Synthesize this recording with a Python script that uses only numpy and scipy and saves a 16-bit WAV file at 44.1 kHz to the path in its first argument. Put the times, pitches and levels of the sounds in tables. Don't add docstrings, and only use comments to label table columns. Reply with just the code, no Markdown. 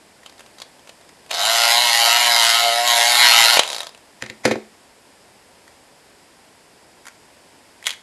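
import sys
import numpy as np
from scipy import signal
from scipy.fft import rfft, irfft
from scipy.io import wavfile
from scipy.ndimage import uniform_filter1d

SR = 44100
rng = np.random.default_rng(int(sys.argv[2]) if len(sys.argv) > 2 else 0)


def boost_factor(decibels):
    exponent = np.asarray(decibels, float) / 20
    return 10 ** exponent


def waveform_to_disk(signal):
    frames = np.transpose(np.atleast_2d(signal))
    scaled = np.clip(frames, -1, 1) * 32767
    samples = np.round(scaled).astype(np.int16)
    wavfile.write(sys.argv[1], SR, samples)


N = 354078


def level(x, db):
    return x * boost_factor(db) / np.sqrt(np.mean(x ** 2))


def even(x):
    return x / np.sqrt(np.abs(uniform_filter1d(x ** 2, size=3000)) + 1e-12)


def ring(x, hz, width_hz):
    return signal.lfilter(*signal.iirpeak(hz, hz / width_hz, fs=SR), x)


def ring_twice(x, hz, width_hz):
    return ring(ring(x, hz, width_hz), hz, width_hz)


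def body(x, modes):
    return sum((-1) ** k * boost_factor(db) * ring(x, hz, width_hz) for k, (hz, width_hz, db) in enumerate(modes))


def steep(x, modes):
    return sum((-1) ** k * boost_factor(db) * ring_twice(x, hz, 1.56 * width_hz)
               for k, (hz, width_hz, db) in enumerate(modes))


def walk(rate_hz):
    hold = int(SR / rate_hz)
    steps = np.repeat(rng.standard_normal(N // hold + 1), hold)
    return 0.812 * uniform_filter1d(uniform_filter1d(steps, hold), hold)[:N]


def smooth_gate(is_open):
    return uniform_filter1d(is_open * 1., size=200)


def curves(table):
    s, *columns = np.transpose(table)
    t = np.arange(N) / SR
    gate = smooth_gate((t > s[0]) & (t < s[-1]))
    return gate, *(np.interp(t, s, c) for c in columns)


def ticks(events, modes, broad, top_hz, soft_s, snap=4.6):
    out, t = np.zeros(N), np.arange(11000) / SR
    edges = signal.butter(2, (1300, top_hz), "bandpass", fs=SR)
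    noises = rng.standard_normal((len(events), len(t)))
    for (start_s, peak_db, hz, body_db, t60_s), noise in zip(events, noises):
        burst = noise * np.exp(-np.log(1000) * t / t60_s) + snap * (t == 0)
        crack = ring_twice(burst, hz, .5 * hz) + broad * signal.lfilter(*edges, burst)
        thud = body((1 + 0.62 * noise) * np.exp(-t / soft_s), modes)
        sound = crack / np.abs(crack).max() + boost_factor(body_db) * thud / np.abs(thud).max()
        i = int(start_s * SR)
        out[i:i + len(t)] += (boost_factor(peak_db) * sound)[:N - i]
    return out


def light(events, body_db, thinning, t60_s):
    return [(s, db, hz, body_db - thinning * (db + 22.5), t60_s) for s, db, hz in events]


# freq_hz, density_db
HISS_SPECTRUM = [(15, -39.5), (25, -14), (75, -2), (135, -3), (240, 1), (552, 1.5), (1000, -0.5),
                 (1200, -6.5), (1780, -4), (4080, -10.5), (5030, -6.5), (6030, -14), (7820, -10),
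                 (11600, -16), (12500, -20), (16200, -49.5), (22000, -120)]
HISS_DB = -51


def hiss():
    hz, db = np.transpose(HISS_SPECTRUM)
    shape = boost_factor(np.interp(np.log(np.fft.rfftfreq(N, 1 / SR) + 1), np.log(hz), db))
    return level(irfft(rfft(rng.standard_normal(N)) * shape, N), HISS_DB) * boost_factor(.5 * walk(4.7))


# freq_hz, width_hz, level_db
LOCK = [(557, 197, 2), (980, 350, 5)]
# start_s, peak_db, ring_hz
FIDDLE = [(0.2329, -36.5, 2010), (0.2614, -26, 3100), (0.2714, -41.5, 4690), (0.2957, -35, 3990),
          (0.3244, -37, 2090), (0.38, -38.5, 4120), (0.394, -31.5, 2060), (0.406, -30, 2580),
          (0.4618, -34, 3330), (0.5838, -31, 3930), (0.601, -26.5, 4170), (0.6183, -20, 3980),
          (0.7931, -41.5, 3040), (0.8737, -35, 2900), (0.8929, -27.5, 2910), (1.0121, -37.5, 3460),
          (1.0914, -35.5, 2060)]


def fiddle():
    events = light(FIDDLE, body_db=-9, thinning=0.24, t60_s=0.03)
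    return ticks(events, LOCK, broad=0.77, top_hz=8100, soft_s=0.0017, snap=1.2)


STOP_S, BRAKING_HZ_PER_S = 3.9347, 321
LAST_TURN, BACK_TURN = .693, .59
CAM_DB, CAM_FADE_DB, CAM_HZ, BACK_DB, BACK_HZ = -11, -8.5, 3880, -8.5, 5000
SKIM_DB_PER_TURN = -1.5


def slowing():
    rows, turns = [], np.arange(15)
    for k, (a, b) in zip(turns, rng.standard_normal((len(turns), 2))):
        blow = (k + LAST_TURN, 1.8 * a, CAM_HZ)
        back = (k + LAST_TURN + BACK_TURN - 1, BACK_DB + 2.7 * b, BACK_HZ)
        for left, db, hz in (blow, back):
            start_s = STOP_S - np.sqrt(2 * left / BRAKING_HZ_PER_S)
            fade_db = CAM_FADE_DB * np.exp(-left / 2.5)
            skim_db = SKIM_DB_PER_TURN * max(left - 7.5, 0)
            rows.append((start_s, CAM_DB + fade_db + skim_db + db, hz))
    return rows


# start_s, peak_db, ring_hz
SETTLE = [
    (1.263, -36, 2700),
    (1.295, -33, 2800),
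    (1.312, -7, 2960),
    (1.33, -16.5, 4420),
    (1.341, -11, 4500),
    (1.348, -13.5, 5000),
    (3.634, -10, 3045),
    (3.948, -29, 2720),
    (3.976, -33, 5030),
]


def cam_knocks():
    events = light(slowing() + SETTLE, body_db=-10, thinning=0.22, t60_s=0.018)
    return ticks(events, LOCK, broad=0.63, top_hz=8840, soft_s=0.00074)


# time_s, cam_hz, pin_contact_db, housing_grip_looseness_db, free_blade_db
MOTOR = [(1.5, 116.9, -17, 1.5, -4.5), (1.7, 116.8, -14.5, 4, 1), (1.81, 121.8, -15.5, 0.5, -4),
         (1.9, 116.5, -16.5, -6, 0), (2.08, 116.8, -13.5, 5.5, -1.5), (2.2, 120.3, -15.5, -0.5, 0.5),
         (2.3, 119, -15.5, 2.5, 0.5), (2.44, 114.6, -14, -0.5, -3.5), (2.59, 116.3, -16, 0, 0),
         (2.63, 118.3, -17, 7, -1.5), (2.7, 116, -19.5, 10.5, -0.5), (2.852, 120.6, -22, 2.5, -0.5),
         (2.872, 119.1, -15, 0, -3), (3.0, 117.5, -15.5, 5.5, 0), (3.18, 121.6, -14, -2.5, -2),
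         (3.22, 121.3, -11, -1, 1.5), (3.42, 115.3, -10.5, -0.5, -0.5), (3.57, 121, -15, 0, -4)]
SWITCH_ON_S, STALL_SHARE, SPIN_UP_S, SPIN_UP_SHAPE = 1.307, .48, .095, 1.5
BITE_POWER = 2.33
HOUSING_DB, CASING_DB, BLADE_DB, MEAN_CONTACT_DB = -27, -23, -5.5, -16
CASING_FOLLOWS = 0.69
LOOSE, LOOSE_PER_DB = 0.25, 0.07
REBOUND, REBOUND_PER_DB, REBOUND_DRIFT = .38, .045, .13


def motor():
    _, hz, contact, grip, free = curves(MOTOR)
    since_s = np.arange(N) / SR - SWITCH_ON_S
    gate = smooth_gate((since_s > 0) & (since_s < MOTOR[-1][0] - SWITCH_ON_S))
    speed = 1 - STALL_SHARE * np.exp(-(np.maximum(since_s, 0) / SPIN_UP_S) ** SPIN_UP_SHAPE)
    bite = 20 * BITE_POWER * np.log10(speed)
    firm = contact - MEAN_CONTACT_DB
    housing_db = HOUSING_DB + grip + 0.73 * bite
    casing_db = CASING_DB + CASING_FOLLOWS * firm + 1.15 * bite
    blade_db = BLADE_DB + contact + free + 0.85 * bite
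    loose = LOOSE + LOOSE_PER_DB * firm
    rebound = REBOUND - REBOUND_PER_DB * (firm + bite) + REBOUND_DRIFT * walk(11)
    return gate, hz * speed, housing_db, casing_db, blade_db, contact + bite, loose, rebound


def strikes(turns, scatter_db, late_s):
    whole = np.arange(1, int(turns.max()))
    chance = rng.standard_normal((N // 100, 2))[:len(whole)].T
    at = np.interp(whole, turns, np.arange(N)) + late_s * SR * chance[0]
    out, i = np.zeros(N), at.astype(int)
    gain = boost_factor(scatter_db * chance[1])
    np.add.at(out, i, gain * (1 - at + i))
    np.add.at(out, i + 1, gain * (at - i))
    return out


def habitual(hits, fall, hold=2560):
    out = np.zeros(N + 3 * hold)
    fade = np.sin(np.pi * np.arange(2 * hold) / (2 * hold))
    starts = np.arange(0, N - 2 * hold, hold)
    habits = rng.standard_normal((len(starts), len(fall))) * fall
    for i, habit in zip(starts, habits):
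        answer = signal.fftconvolve(hits[i:i + 2 * hold] * fade, habit)
        out[i:i + len(answer)] += answer
    return out[:N]


# turn_multiple, level_db
IMBALANCE = [(1, -60.5), (2, -53.5), (3, -51), (4, -61)]
# freq_hz, width_hz, level_db
HOUSING = [(502, 39, -13.5), (606.5, 16, 1), (707, 55, 6.5)]
CASING = [(820.8, 31, 0), (966, 58, -1), (1063, 29, -3.5), (1171, 89, -8), (1293, 153, -3),
          (1391, 88, -7.5), (1527, 17, -8.5), (1672, 102, -10)]
BLADE = [(1825, 93, -14), (2134, 380, 0.5), (2190, 460, 2.5)]
PINS = [(3080, 430, 0), (3730, 1340, 4), (4270, 780, -1.5), (5122, 1320, 1), (6520, 2900, -9.5),
        (6800, 2120, -8.5), (9080, 3530, -9), (10900, 680, -11.5)]


def pick():
    gate, cam_hz, housing_db, casing_db, blade_db, pins_db, loose, rebound = motor()
    turns = np.cumsum(cam_hz) / SR + 0.0183 * walk(25)
    blow = strikes(turns, scatter_db=1, late_s=.00002)
    back = strikes(turns - .5 - 0.016 * walk(9), scatter_db=0.0, late_s=.00006)
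    hits = blow + np.clip(rebound, 0, 1) * back
    t = np.arange(700) / SR
    fall = np.exp(-t / 0.0029) * (1 - np.exp(-t / 0.0002))
    repeat = even(habitual(hits, fall))
    chatter = signal.oaconvolve(hits, fall)[:N] + .08
    grit = even(chatter * rng.standard_normal(N) * boost_factor(3 * walk(1500)))
    blow, loose = even(blow), np.clip(loose, 0, 1)
    shake = np.sqrt(1 - loose) * blow + np.sqrt(loose) * grit
    rattle = .7 * repeat + .55 * grit + .45 * blow
    out = np.zeros(N)
    for k, db in IMBALANCE:
        swing = boost_factor(db + 3.1 * walk(12.0)) * (cam_hz / 118) ** (4 * k - 3)
        out += swing * np.sin(2 * np.pi * k * turns)
    for drive, modes, db, grip_db in ((shake, HOUSING, housing_db, 3.5), (shake, CASING, casing_db, 5.5),
                                      (rattle, BLADE, blade_db, 2.5), (rattle, PINS, pins_db, 1.5)):
        out += boost_factor(db) * even(sum(boost_factor(grip_db * walk(13)) * steep(drive, [mode]) for mode in modes))
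    return gate * out


# time_s, level_db
COAST = [(3.56, -29.5), (3.704, -36), (3.862, -41.5), (3.98, -81)]


def coast():
    gate, db = curves(COAST)
    noise = rng.standard_normal(N) * boost_factor(4.2 * walk(450))
    low = level(steep(noise, HOUSING + CASING), 0)
    high = level(steep(noise, BLADE + PINS), 0.69)
    return gate * boost_factor(db) * level(low + high, 0)


# start_s, peak_db, ring_hz, body_minus_tick_db, t60_s
PULLED = [
    (3.571, 2.9, 2820, -6.5, 0.057),
    (3.593, 6.4, 3080, -7, 0.029),
]


def pulled():
    return ticks(PULLED, LOCK, broad=0.52, top_hz=7400, soft_s=0.00055)


# freq_hz, width_hz, level_db
DESK = [(122.4, 23, -1.5), (216.2, 7, 10.5), (234, 40, 3.5), (310.5, 17, 6), (357, 11, 7), (376, 16, 6),
        (428, 7.8, 5.5), (502, 33, 11), (615, 220, 2.5), (850, 310, 0)]
# start_s, peak_db, ring_hz, thud_minus_tick_db, t60_s
TOUCH = [
    (4.2237, -11, 2060, -16.5, 0.009),
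    (4.2385, -22, 1670, -9.5, 0.015),
    (4.2628, -24, 2050, -16, 0.0191),
    (4.2994, -15, 2150, -17, 0.024),
]


def touch():
    return ticks(TOUCH, DESK, broad=0.563, top_hz=5500, soft_s=0.0061)


# start_s, peak_db, ring_hz, thud_minus_tick_db, t60_s
LAID = [
    (4.4529, -2.5, 1970, -2.5, 0.053),
    (4.4765, -15, 1710, -1.5, 0.087),
    (4.5111, -13.5, 2140, 4, 0.075),
    (4.5562, -27.5, 1760, 9, 0.038),
]


def laid():
    return ticks(LAID, DESK, broad=0.39, top_hz=6100, soft_s=0.00019)


# start_s, peak_db, ring_hz
BAR = [(5.679, -32.5, 1780), (7.055, -29, 1900), (7.068, -21.5, 1480), (7.073, -23, 1880),
       (7.083, -24, 1960), (7.827, -28, 1930), (7.842, -25, 2860), (7.859, -17, 3300), (7.868, -2.5, 3020),
       (7.873, -7, 2200), (7.88, -13, 2070), (7.893, -10, 3220), (7.906, -11, 3120), (7.914, -18, 3630),
       (7.927, -22, 2250), (7.936, -23.5, 1920)]


def bar():
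    events = light(BAR, body_db=-21, thinning=0.16, t60_s=0.019)
    return ticks(events, LOCK, broad=0.36, top_hz=8900, soft_s=0.00021, snap=5.5)


def room(near, t60_s=0.3, wet_db=-14.5):
    t = np.arange(SR // 2) / SR
    tail = ring(rng.standard_normal(len(t)), 1430, 6000) * np.exp(-np.log(1000) * t / t60_s) * (t > .003)
    wet = signal.fftconvolve(near, tail / np.sqrt(np.sum(tail ** 2)))[:N]
    return near + boost_factor(wet_db) * wet


def scene():
    near = fiddle() + cam_knocks() + pick() + coast() + pulled() + touch() + laid() + bar()
    return room(near)[None]


# freq_hz, width_hz
NOTCHES = [(1200, 116), (5500, 374), (8280, 400), (8280, 220)]


def microphone_port(x):
    for hz, width_hz in NOTCHES:
        x = x - ring(x, hz, width_hz)
    return x


def early_noise(x, lead_s=.021, db=-17):
    ahead = int(lead_s * SR)
    spread = ring(rng.standard_normal(ahead) * np.linspace(0, 1, ahead), 3600, 11600)
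    return boost_factor(db) * signal.fftconvolve(x[0], spread / np.sqrt(np.sum(spread ** 2)))[ahead - 1:]


def band_limit(x):
    return signal.sosfilt(signal.butter(12, 12640, fs=SR, output="sos"), x)


def record(dry):
    heard = microphone_port(dry)
    mix = np.clip(heard + early_noise(heard) + hiss(), -1, 1)
    return band_limit(mix)


dry = scene()
out = record(dry)
waveform_to_disk(out)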